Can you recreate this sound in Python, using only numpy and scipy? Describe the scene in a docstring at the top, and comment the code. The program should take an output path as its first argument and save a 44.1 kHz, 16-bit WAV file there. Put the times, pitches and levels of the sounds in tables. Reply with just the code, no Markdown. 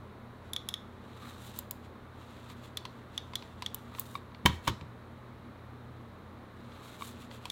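"""Computer fans hum softly, then a mouse clicks, close to the microphone in a small room.
Each switch chatters for about 2 ms and excites the damped modes of its plastic button. The mouse is
lifted off a cloth mat and handled: fingers knock on the hollow shell and rub it, brighter as they slide
faster. It lands on the desk in two steps, each a blow, a fading rattle and a brief rocking, and is
then lifted and clicked again."""
import sys
import numpy as np
from scipy import signal
from scipy.fft import rfft, irfft, next_fast_len
from scipy.io import wavfile
from scipy.ndimage import uniform_filter1d

SR = 44100
rng = np.random.default_rng(int(sys.argv[2]) if len(sys.argv) > 2 else 0)


def to_wav(sig):
    """Store sig (one row per channel, or 1-D mono) as 16-bit WAV at the path in sys.argv[1].

    Samples outside -1..1 are clipped; the rate is SR.
    """
    pcm = np.clip(np.atleast_2d(sig), -1, 1) * 32767
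    pcm = np.round(pcm).astype(np.int16)
    wavfile.write(sys.argv[1], SR, pcm.T)  # frames by channels


N = 331191
TIME = np.arange(N) / SR
BAND_LIMIT_HZ = 16550


def amp(db):
    """Amplitude ratio of a level in decibels."""
    return 10 ** (np.asarray(db) / 20)


def unit_rms(x):
    """Normalisation to unit mean power."""
    return x / np.sqrt(np.mean(x ** 2) + 1e-30)


def curve_at(points, hz):
    """Linear interpolation on a log-frequency axis."""
    f, value = np.transpose(points)
    return np.interp(np.log(hz + 1), np.log(f + 1), value)


def add(mix, s, sound):
    """Superposition: a sound joins the mix at time s."""
    part = mix[round(s * SR):][:len(sound)]
    part += sound[:len(part)]


def hiss(spectrum):
    """Spectral shaping: white noise takes on a given power density."""
    size = next_fast_len(N)
    gain = amp(curve_at(spectrum, np.fft.rfftfreq(size, 1 / SR)))
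    return irfft(rfft(rng.standard_normal(size)) * gain, size)[:N] * np.sqrt(SR / 2)


# reverberation time (frequency [Hz], T60 [s])
REVERB_T60 = [(100, 0.0037), (1000, 0.56), (3500, 0.2586), (8000, 0.45), (16000, 0.34)]
# reverberant against direct sound (frequency [Hz], level [dB])
REVERB_LEVEL = [(100, -2), (1000, -18), (2400, -13.5), (3250, -13), (3850, -6.5), (4800, -11.5),
                (7000, -16), (11000, -19), (16000, -24)]
def room(x, build_up_s=0.0078):
    """Diffuse reflections decay exponentially; the mouse moves, so each blow meets its own pattern."""
    t = np.arange(SR // 2) / SR
    reflections = rng.standard_normal(len(t)) * (1 - np.exp(-(t / build_up_s) ** 2))
    hz, when, bands = signal.stft(reflections, SR, nperseg=256)
    t60 = curve_at(REVERB_T60, hz)[:, None]
    gain = amp(curve_at(REVERB_LEVEL, hz))[:, None] * np.sqrt(2 * np.log(1000) / (t60 * SR))
    decay = np.exp(-np.log(1000) * when / t60)
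    response = signal.istft(bands * gain * decay, SR, nperseg=256)[1]
    response[0] += 1  # the direct path
    return signal.fftconvolve(x, response)


# rush of air (frequency [Hz], density [dB/Hz])
AIR_SPECTRUM = [(20, -99), (50, -79), (150, -82), (210, -76), (300, -81.5), (500, -83), (750, -87.5),
                (1000, -86), (1180, -85.5), (1500, -91), (2100, -96), (2700, -103), (3400, -103),
                (3850, -100.5), (4300, -106), (4850, -114), (8000, -118), (15700, -119), (16100, -140)]
# fan and mains tones (centre frequency [Hz], typical rms level [dB], waver [Hz])
HUM_TONES = [(86.5, -57.5, 1.574), (120.4, -56, 1.937), (236.75, -61.5, 3.042)]
def fans():
    """Broadband flow noise lies under low tones that waver in pitch and level."""
    out = hiss(AIR_SPECTRUM)
    knots = np.linspace(0, N / SR, num=90)
    for hz, db, waver_hz in HUM_TONES:
        drift, swell = (np.interp(TIME, knots, rng.standard_normal(len(knots))) for _ in range(2))
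        phase = 2 * np.pi * np.cumsum(hz + waver_hz * drift) / SR
        out += np.sqrt(2) * amp(db + 1.48 * waver_hz * swell) * np.sin(phase)
    return out


def swells(strokes):
    """Amplitude envelope of short strokes, each a Gaussian pulse."""
    return sum(amp(db) * np.exp(-((TIME - s) / width) ** 2 / 2) for s, width, db in strokes)


def move(points, fade_db_per_s=201.5):
    """Amplitude envelope of a longer move of the hand, with exponential tails at both ends."""
    s, db = np.transpose(points)
    outside_s = abs(TIME - np.clip(TIME, s[0], s[-1]))
    return amp(np.interp(TIME, s, db) - fade_db_per_s * outside_s)


# skin on plastic, before gain and tilt (frequency [Hz], density [dB/Hz])
SKIN_SPECTRUM = [(300, -115), (1100, -93), (2200, -99), (3900, -91), (4900, -103), (6200, -102),
                 (7400, -99), (9500, -104), (13500, -105), (15500, -109)]
def slide(friction, tilt_db_per_octave, body_hz=2500, pivot_hz=8000, slowest_db=-14, brightening=0.35):
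    """Sliding friction: faster motion makes the noise louder and tilts its treble upward."""
    hz, when, bands = signal.stft(hiss(SKIN_SPECTRUM), SR, nperseg=256)
    friction_db = np.maximum(20 * np.log10(np.interp(when, TIME, friction) + 1e-9), slowest_db)
    octaves = np.log2(np.maximum(hz, body_hz) / pivot_hz)[:, None]
    tilt = amp((tilt_db_per_octave + brightening * friction_db) * octaves)
    return friction * signal.istft(bands * tilt, SR, nperseg=256)[1][:N]


# friction as the hand lifts the mouse, turns it back over and lifts it again (time [s], level [dB])
LIFT_FRICTION = [(0.92, -23), (1.14, -12), (1.285, -0.18), (1.355, -6.5), (1.475, 6.5), (1.525, -6),
                 (1.575, 6), (1.68, -26)]
TURN_FRICTION = [(3.91, -23.5), (3.955, -2.9), (4.0, 7.5), (4.045, -2.02), (4.07, -2), (4.095, -3),
                 (4.155, 3.5), (4.2, -15.5)]
RELIFT_FRICTION = [(6.58, -17.5), (6.81, -8), (6.85, -1), (6.98, -3.5), (7.01, 4), (7.085, 7), (7.14, -6.5)]
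# finger strokes; drags of mat or fingers on the shell (time [s], half length [s], level [dB])
FINGER_STROKES = [(.47, 0.029, -15), (1.853, 0.018, -12), (2.217, .044, -14.5), (2.511, 0.0165, -1.5),
                  (2.652, 0.022, -4), (3.0, 0.025, -17.5), (4.543, .021, -2.5), (4.672, 0.024, 2.5),
                  (7.217, 0.031, -2.5), (7.343, 0.0253, -2.5), (7.471, 0.045, -7)]
SHELL_DRAGS = [(1.26, 0.051, 2.5), (1.52, 0.071, -16), (2.51, 0.024, -2.5), (3.967, 0.048, -3.5),
               (6.87, 0.156, -3.5)]
# resonances of scuffed buttons and dragged shell, at unit gain (frequency [Hz], density [dB/Hz])
SCUFF_SPECTRUM = [(1000, -104), (2300, -94.5), (2700, -87.5), (3000, -95.5), (3470, -87.5), (3900, -95),
                  (4340, -97.5), (5200, -105), (6300, -106), (7050, -100), (8500, -111), (15500, -114)]
DRAG_SPECTRUM = [(500, -100), (900, -96.5), (1200, -81), (1500, -92), (2300, -95.5), (3100, -103),
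                 (3850, -91), (4400, -104), (5000, -115)]
def rubbing(fidget_db=-15.5, wander_db=4.5, grain_db=2, catch_db=1.28):
    """Stick-slip friction: skin slips in fine grains, catches now and then, and excites the plastic."""
    knots = np.arange(0, N / SR, 0.07)
    wander = np.interp(TIME, knots, rng.standard_normal(N)[:len(knots)])
    # the fingers never quite rest while they hold the mouse up
    fidget = move([(2.195, fidget_db), (3.88, fidget_db)]) * amp(wander_db * wander)
    fingers = np.hypot(swells(FINGER_STROKES), fidget)
    skin = slide(move(LIFT_FRICTION) + move(RELIFT_FRICTION), tilt_db_per_octave=0.17)
    skin += slide(move(TURN_FRICTION), tilt_db_per_octave=2.5)
    skin += slide(fingers, tilt_db_per_octave=1.5)
    plastic = fingers * hiss(SCUFF_SPECTRUM) + swells(SHELL_DRAGS) * hiss(DRAG_SPECTRUM)
    grains = unit_rms(uniform_filter1d(rng.standard_normal(N), size=70))
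    catches = unit_rms(uniform_filter1d(rng.standard_normal(N), size=700))
    return (skin + plastic) * amp(grain_db * grains + catch_db * catches)


def treble_share(hz):
    """High shelf: the share of the treble gain rises from 0 to 1 around 7.5 kHz."""
    return 1 / (1 + (7500 / (hz + 1)) ** 4)


def crack(spectrum, treble_db, contact_s, fade_s, tail_db, damping_hz=9000, size=4096):
    """Modal overlap: dense modes merge into a noise burst during contact, then a duller, dying tail."""
    t, hz = np.arange(size) / SR, np.fft.rfftfreq(size, 1 / SR)
    onset = 1 - np.exp(-(t / 0.000241) ** 2)
    contact = onset * np.exp(-(t / contact_s) ** 4)
    decay = onset * amp(tail_db) * np.exp(-t / fade_s)
    burst = rfft(rng.standard_normal(size) * contact)
    # a hard contact spreads its energy evenly over the broad bands
    band_rms = np.sqrt(abs(uniform_filter1d(abs(burst) ** 2, size=140)))
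    burst *= np.linalg.norm(contact) / (band_rms + 1e-12)
    tail = rfft(rng.standard_normal(size) * decay) / np.sqrt(1 + (hz / damping_hz) ** 2)
    colour = unit_rms(amp(curve_at(spectrum, hz))) * amp(treble_db * treble_share(hz))
    return irfft((burst + tail) * colour)[:size // 2]


def ring(modes, contact_s, pitch=1, treble_db=0, size=12000):
    """Damped resonance: modes swell under a half-sine contact force, then decay freely."""
    t, sound = np.arange(size) / SR, np.zeros(size)
    force = np.sin(np.pi * np.minimum(t[:size // 10] / contact_s, 1)) + 1e-9
    force = np.pad(force, (0, size - len(force)))
    for hz, db, t60 in modes:
        if hz * pitch < BAND_LIMIT_HZ:
            pole = np.exp(-np.log(1000) / (t60 * SR))
            swell = signal.lfilter([1], [1, -pole], force)
            gain = amp(db + treble_db * treble_share(hz))
            sound += gain * swell / swell.max() * np.sin(2 * np.pi * hz * pitch * t)
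    return sound


def is_lifted(s):
    """Whether the mouse is off the mat at time s."""
    return 1.1 < s < 4.4 or s > 6.7


def strikes(blows, modes, spectrum, contact_s, fade_s, tail_db, beam_db=-5, palm_db=-4):
    """Impact excitation by blows (time [s], ring [dB], crack [dB], treble [dB], pitch [ratio])."""
    out = np.zeros(N)
    for s, ring_db, crack_db, treble_db, pitch in blows:
        tone = amp(ring_db) * ring(modes, contact_s, pitch, treble_db)
        # less of the ring reaches the walls: high modes beam forward, the palm shields a lifted mouse
        spread = amp(ring_db + palm_db * is_lifted(s)) * ring(modes, contact_s, pitch, treble_db + beam_db)
        add(out, s, tone - spread)
        add(spread, 0, amp(crack_db) * crack(spectrum, treble_db, contact_s, fade_s, tail_db))
        add(out, s, room(spread))
    return out


# fingers knock on the shell (time [s], ring level [dB], hardness [0 = pad, 1 = nail])
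FINGER_KNOCKS = [(2.5, -46.5, 0.9), (2.8526, -35, 0.804), (3.3346, -39.5, 0.647), (3.6222, -33, 0.912),
                 (3.9850, -39, 0.55), (4.1529, -28, 0.079), (4.3180, -47.5, 0.0497), (7.0090, -39, 0.046),
                 (7.0213, -30.5, 0.032), (7.4545, -37, 1)]
# seams tick under the grip (time [s], crack level [dB])
SEAM_TICKS = [(3.4237, -46), (3.9495, -45.5), (4.347, -50.5), (4.8108, -48), (6.7195, -56), (7.312, -47)]
# modes of the hollow shell (frequency before tuning [Hz], level [dB], T60 [s])
SHELL_MODES = [(995, -18.5, 0.023), (1084.3, 1, 0.0274), (2237, -11.5, 0.0218), (2633, -23.5, 0.0214),
               (3620, -11, 0.0276), (4590, -31, 0.029)]
# its crack (frequency [Hz], level [dB])
SHELL_SPECTRUM = [(200, -9.5), (1000, -15.5), (1600, 0.5), (2500, 7.5), (4500, 3.5), (5400, -4), (6800, -9),
                  (9500, -16.5), (15500, -30.5)]
def shell():
    """Contact hardness sets timbre: pads knock hollowly, nails crack brightly, seams tick faintly."""
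    pad, nail = np.array([[-15, -18, 1.0324], [-1.5, 14, 0.91]])  # crack [dB], treble [dB], pitch [ratio]
    tick_ring_db, tick_treble_db, tick_pitch = 0.5, -6, 0.87
    blows = [(s, db + tick_ring_db, db, tick_treble_db, tick_pitch) for s, db in SEAM_TICKS]
    for s, db, hardness in FINGER_KNOCKS:
        crack_db, treble_db, pitch = pad + hardness * (nail - pad)
        blows.append((s, db, db + crack_db, treble_db, pitch))
    return strikes(blows, SHELL_MODES, SHELL_SPECTRUM, contact_s=0.00222, fade_s=0.00473, tail_db=-0.5)


# modes of the desk top (frequency [Hz], level [dB], T60 [s])
DESK_MODES = [(57.6, -16.5, 0.155), (82.25, -1.5, 0.32), (106.1, 3, 0.0914), (143.1, 1, 0.099),
              (187, -5, 0.091), (248, -4, 0.0586), (342.6, -1.5, 0.0462), (461, -9, 0.028)]
def desk(thuds, low_cut_hz=80):
    """Plate vibration: the desk booms under thuds (time [s], level [dB]), with little deep bass."""
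    low_cut = signal.butter(2, low_cut_hz, "highpass", fs=SR, output="sos")
    boom = -signal.sosfilt(low_cut, ring(DESK_MODES, contact_s=0.00265, size=20000))  # pushed downward
    out = np.zeros(N)
    for s, db in thuds:
        add(out, s, room(amp(db) * boom))
    return out


# the mouse lands (time [s], ring [dB], crack [dB], treble [dB], pitch [ratio], first touch [dB],
# thud of the first touch [dB], main thud [dB], rocking period [s])
LANDING_STEPS = [(4.4586, -15.5, -18, 1, 1.014, -31, -19.5, -28, .0365),
                 (4.6770, -35.5, -18.5, -7, .96, -33.5, -47, -26.5, .0175)]
# modes of the chassis (frequency before tuning [Hz], level [dB], T60 [s])
CHASSIS_MODES = [(526, -17, 0.044), (954.2, -1.5, 0.063), (1063.6, -5.5, 0.055), (1346, -25.5, 0.038),
                 (1598, -10.5, 0.038), (1842, -3, 0.0247), (2225, -1, 0.0278), (2435, -20.5, 0.024),
                 (2517, -13, 0.021), (3078, 0, 0.0311), (3315, -6, 0.0154), (3704, -9, 0.0296),
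                 (4280, -14, 0.023), (5180, -14, .018), (6310, -21, 0.019), (10764, -15.5, .011)]
# its crack (frequency [Hz], level [dB])
CHASSIS_SPECTRUM = [(100, 10.5), (350, 5), (680, -13.5), (1050, 6), (1550, -1), (2100, -10.5), (3300, -0.5),
                    (4800, -9.5), (7500, -7.5), (9300, -15.5), (11200, -11), (16000, -10.5)]
def landing(bounces=3):
    """Inelastic impact: one foot touches, the rest strike, the mouse rattles and rocks ever more weakly."""
    lead_s, touch_crack_db, touch_treble_db = 0.0049, -13.5, 3.5
    fall_db, dull_db, delay_ratio, pitch_ratio = -4.5, -9, 3.6, 0.99  # from bounce to bounce
    rattle_ring_db, first_rock_db, rock_fall_db = -11, -4.5, -9
    blows, thuds = [], [(4.817, -40)]  # this thud is the palm coming to rest on the mouse
    for s, ring_db, crack_db, treble_db, pitch, touch_db, touch_thud_db, thud_db, rock_s in LANDING_STEPS:
        blows.append((s - lead_s, touch_db, touch_db + touch_crack_db, touch_treble_db, 1))
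        blows.append((s, ring_db, crack_db, treble_db, pitch))
        for k in range(1, bounces + 1):
            bounce_s = s + rock_s / delay_ratio ** (bounces - k)
            db = crack_db + k * fall_db
            blows.append((bounce_s, db + rattle_ring_db, db, treble_db + k * dull_db, pitch_ratio ** k))
        thuds += [(s - lead_s, touch_thud_db), (s, thud_db)]
        thuds += [(s + (k + 1) * rock_s, thud_db + first_rock_db + k * rock_fall_db) for k in range(2)]
    clack = strikes(blows, CHASSIS_MODES, CHASSIS_SPECTRUM, contact_s=0.00206, fade_s=0.00957, tail_db=-3)
    return clack + desk(thuds)


def snaps(rows, crack_db, pitch, held_db=4.5):
    """Proportional excitation: a switch's crack follows its ring, and is stronger in a lifted mouse."""
    return [(s, db, db + crack_db + held_db * is_lifted(s), treble_db, pitch) for s, db, treble_db in rows]


# side switches go down and spring back (time [s], ring level [dB], treble [dB])
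SIDE_DOWNS = [(1.5887, -30.5, 2), (3.7452, -33, 5.5)]
SIDE_UPS = [(1.7098, -29.5, -0.5), (3.9961, -35, 10.5)]
# their modes in each direction (frequency before tuning [Hz], level [dB], T60 [s])
SIDE_DOWN_MODES = [(1020, -9, 0.0148), (2993, -19, 0.03), (7544, -9.5, 0.022), (9870, -8.5, 0.0053),
                   (12446, 0, 0.0043), (13550, -3, 0.0078)]
SIDE_UP_MODES = [(1001, -16, 0.0193), (3040, -46, .008), (7155, -9, 0.0093), (9430, -10.5, 0.0095),
                 (12430, -6.5, 0.0042), (15000, -0.5, 0.0039), (15410, 1, .003)]
# their crack (frequency [Hz], level [dB])
SIDE_SPECTRUM = [(200, -6.5), (1000, -14), (2000, -9.5), (3500, 5.5), (5500, -2.5), (7200, 1.5), (10000, 2),
                 (12400, 8), (15300, 9.5), (16500, -7.5)]
def side_switches(pitch=0.9944):
    """Snap action in small switches: press and release each excite their own high, short-lived modes."""
    down = snaps(SIDE_DOWNS, crack_db=-6, pitch=pitch)
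    up = snaps(SIDE_UPS, crack_db=-5.5, pitch=pitch)
    return (strikes(down, SIDE_DOWN_MODES, SIDE_SPECTRUM, contact_s=0.00127, fade_s=0.0035, tail_db=-2)
            + strikes(up, SIDE_UP_MODES, SIDE_SPECTRUM, contact_s=0.00181, fade_s=0.0047, tail_db=-4.5))


# main buttons go down and spring back (time [s], ring level [dB], treble [dB])
BUTTON_DOWNS = [(.5333, -24.5, 11), (.6877, -22.5, 10.5), (2.7714, -20, -2), (3.3548, -21, 1),
                (7.5000, -24, -0.5)]
BUTTON_UPS = [(.5628, -18, -3), (.7398, -19.5, 0.5), (3.1773, -19, -6), (3.6619, -19, -7)]
# modes of a button (frequency before tuning [Hz], level [dB], T60 [s])
BUTTON_MODES = [(1259, -26, 0.0286), (1953, -24.5, 0.024), (2306, -31.5, 0.055), (3218, -19, 0.005),
                (3551, -1, 0.0084), (3735, -15, 0.028), (3939, -13, 0.0156), (5640, -19, 0.0066),
                (6400, -24.5, 0.005), (7090, -23.5, 0.0056), (11150, -17, 0.00226), (14200, -34, .005)]
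# its crack (frequency [Hz], level [dB])
BUTTON_SPECTRUM = [(200, -18), (1000, -12.5), (2500, -2.5), (3600, 9.5), (4700, 1.5), (6000, 1),
                   (8200, -3.5), (9800, -8.5), (11000, -5.5), (12500, -5), (14500, -5.5), (16500, -20)]
def main_buttons(pitch=0.9689):
    """Snap action: the switch chatters for about 2 ms and sets its plastic button ringing."""
    down = snaps(BUTTON_DOWNS, crack_db=-13.5, pitch=pitch)
    up = snaps(BUTTON_UPS, crack_db=-18, pitch=pitch)
    return strikes(down + up, BUTTON_MODES, BUTTON_SPECTRUM, contact_s=0.001824, fade_s=0.0042, tail_db=-2)


def scene():
    """Superposition of all sources at one close microphone."""
    return (main_buttons() + side_switches() + shell() + landing() + rubbing() + fans())[None]


def record(dry):
    """Band limiting: a steep low-pass filter removes the highest treble."""
    low_pass = signal.firwin(511, BAND_LIMIT_HZ, window=("kaiser", 9), fs=SR)
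    return signal.oaconvolve(dry, low_pass[None], "same")


dry = scene()
out = record(dry)
to_wav(out)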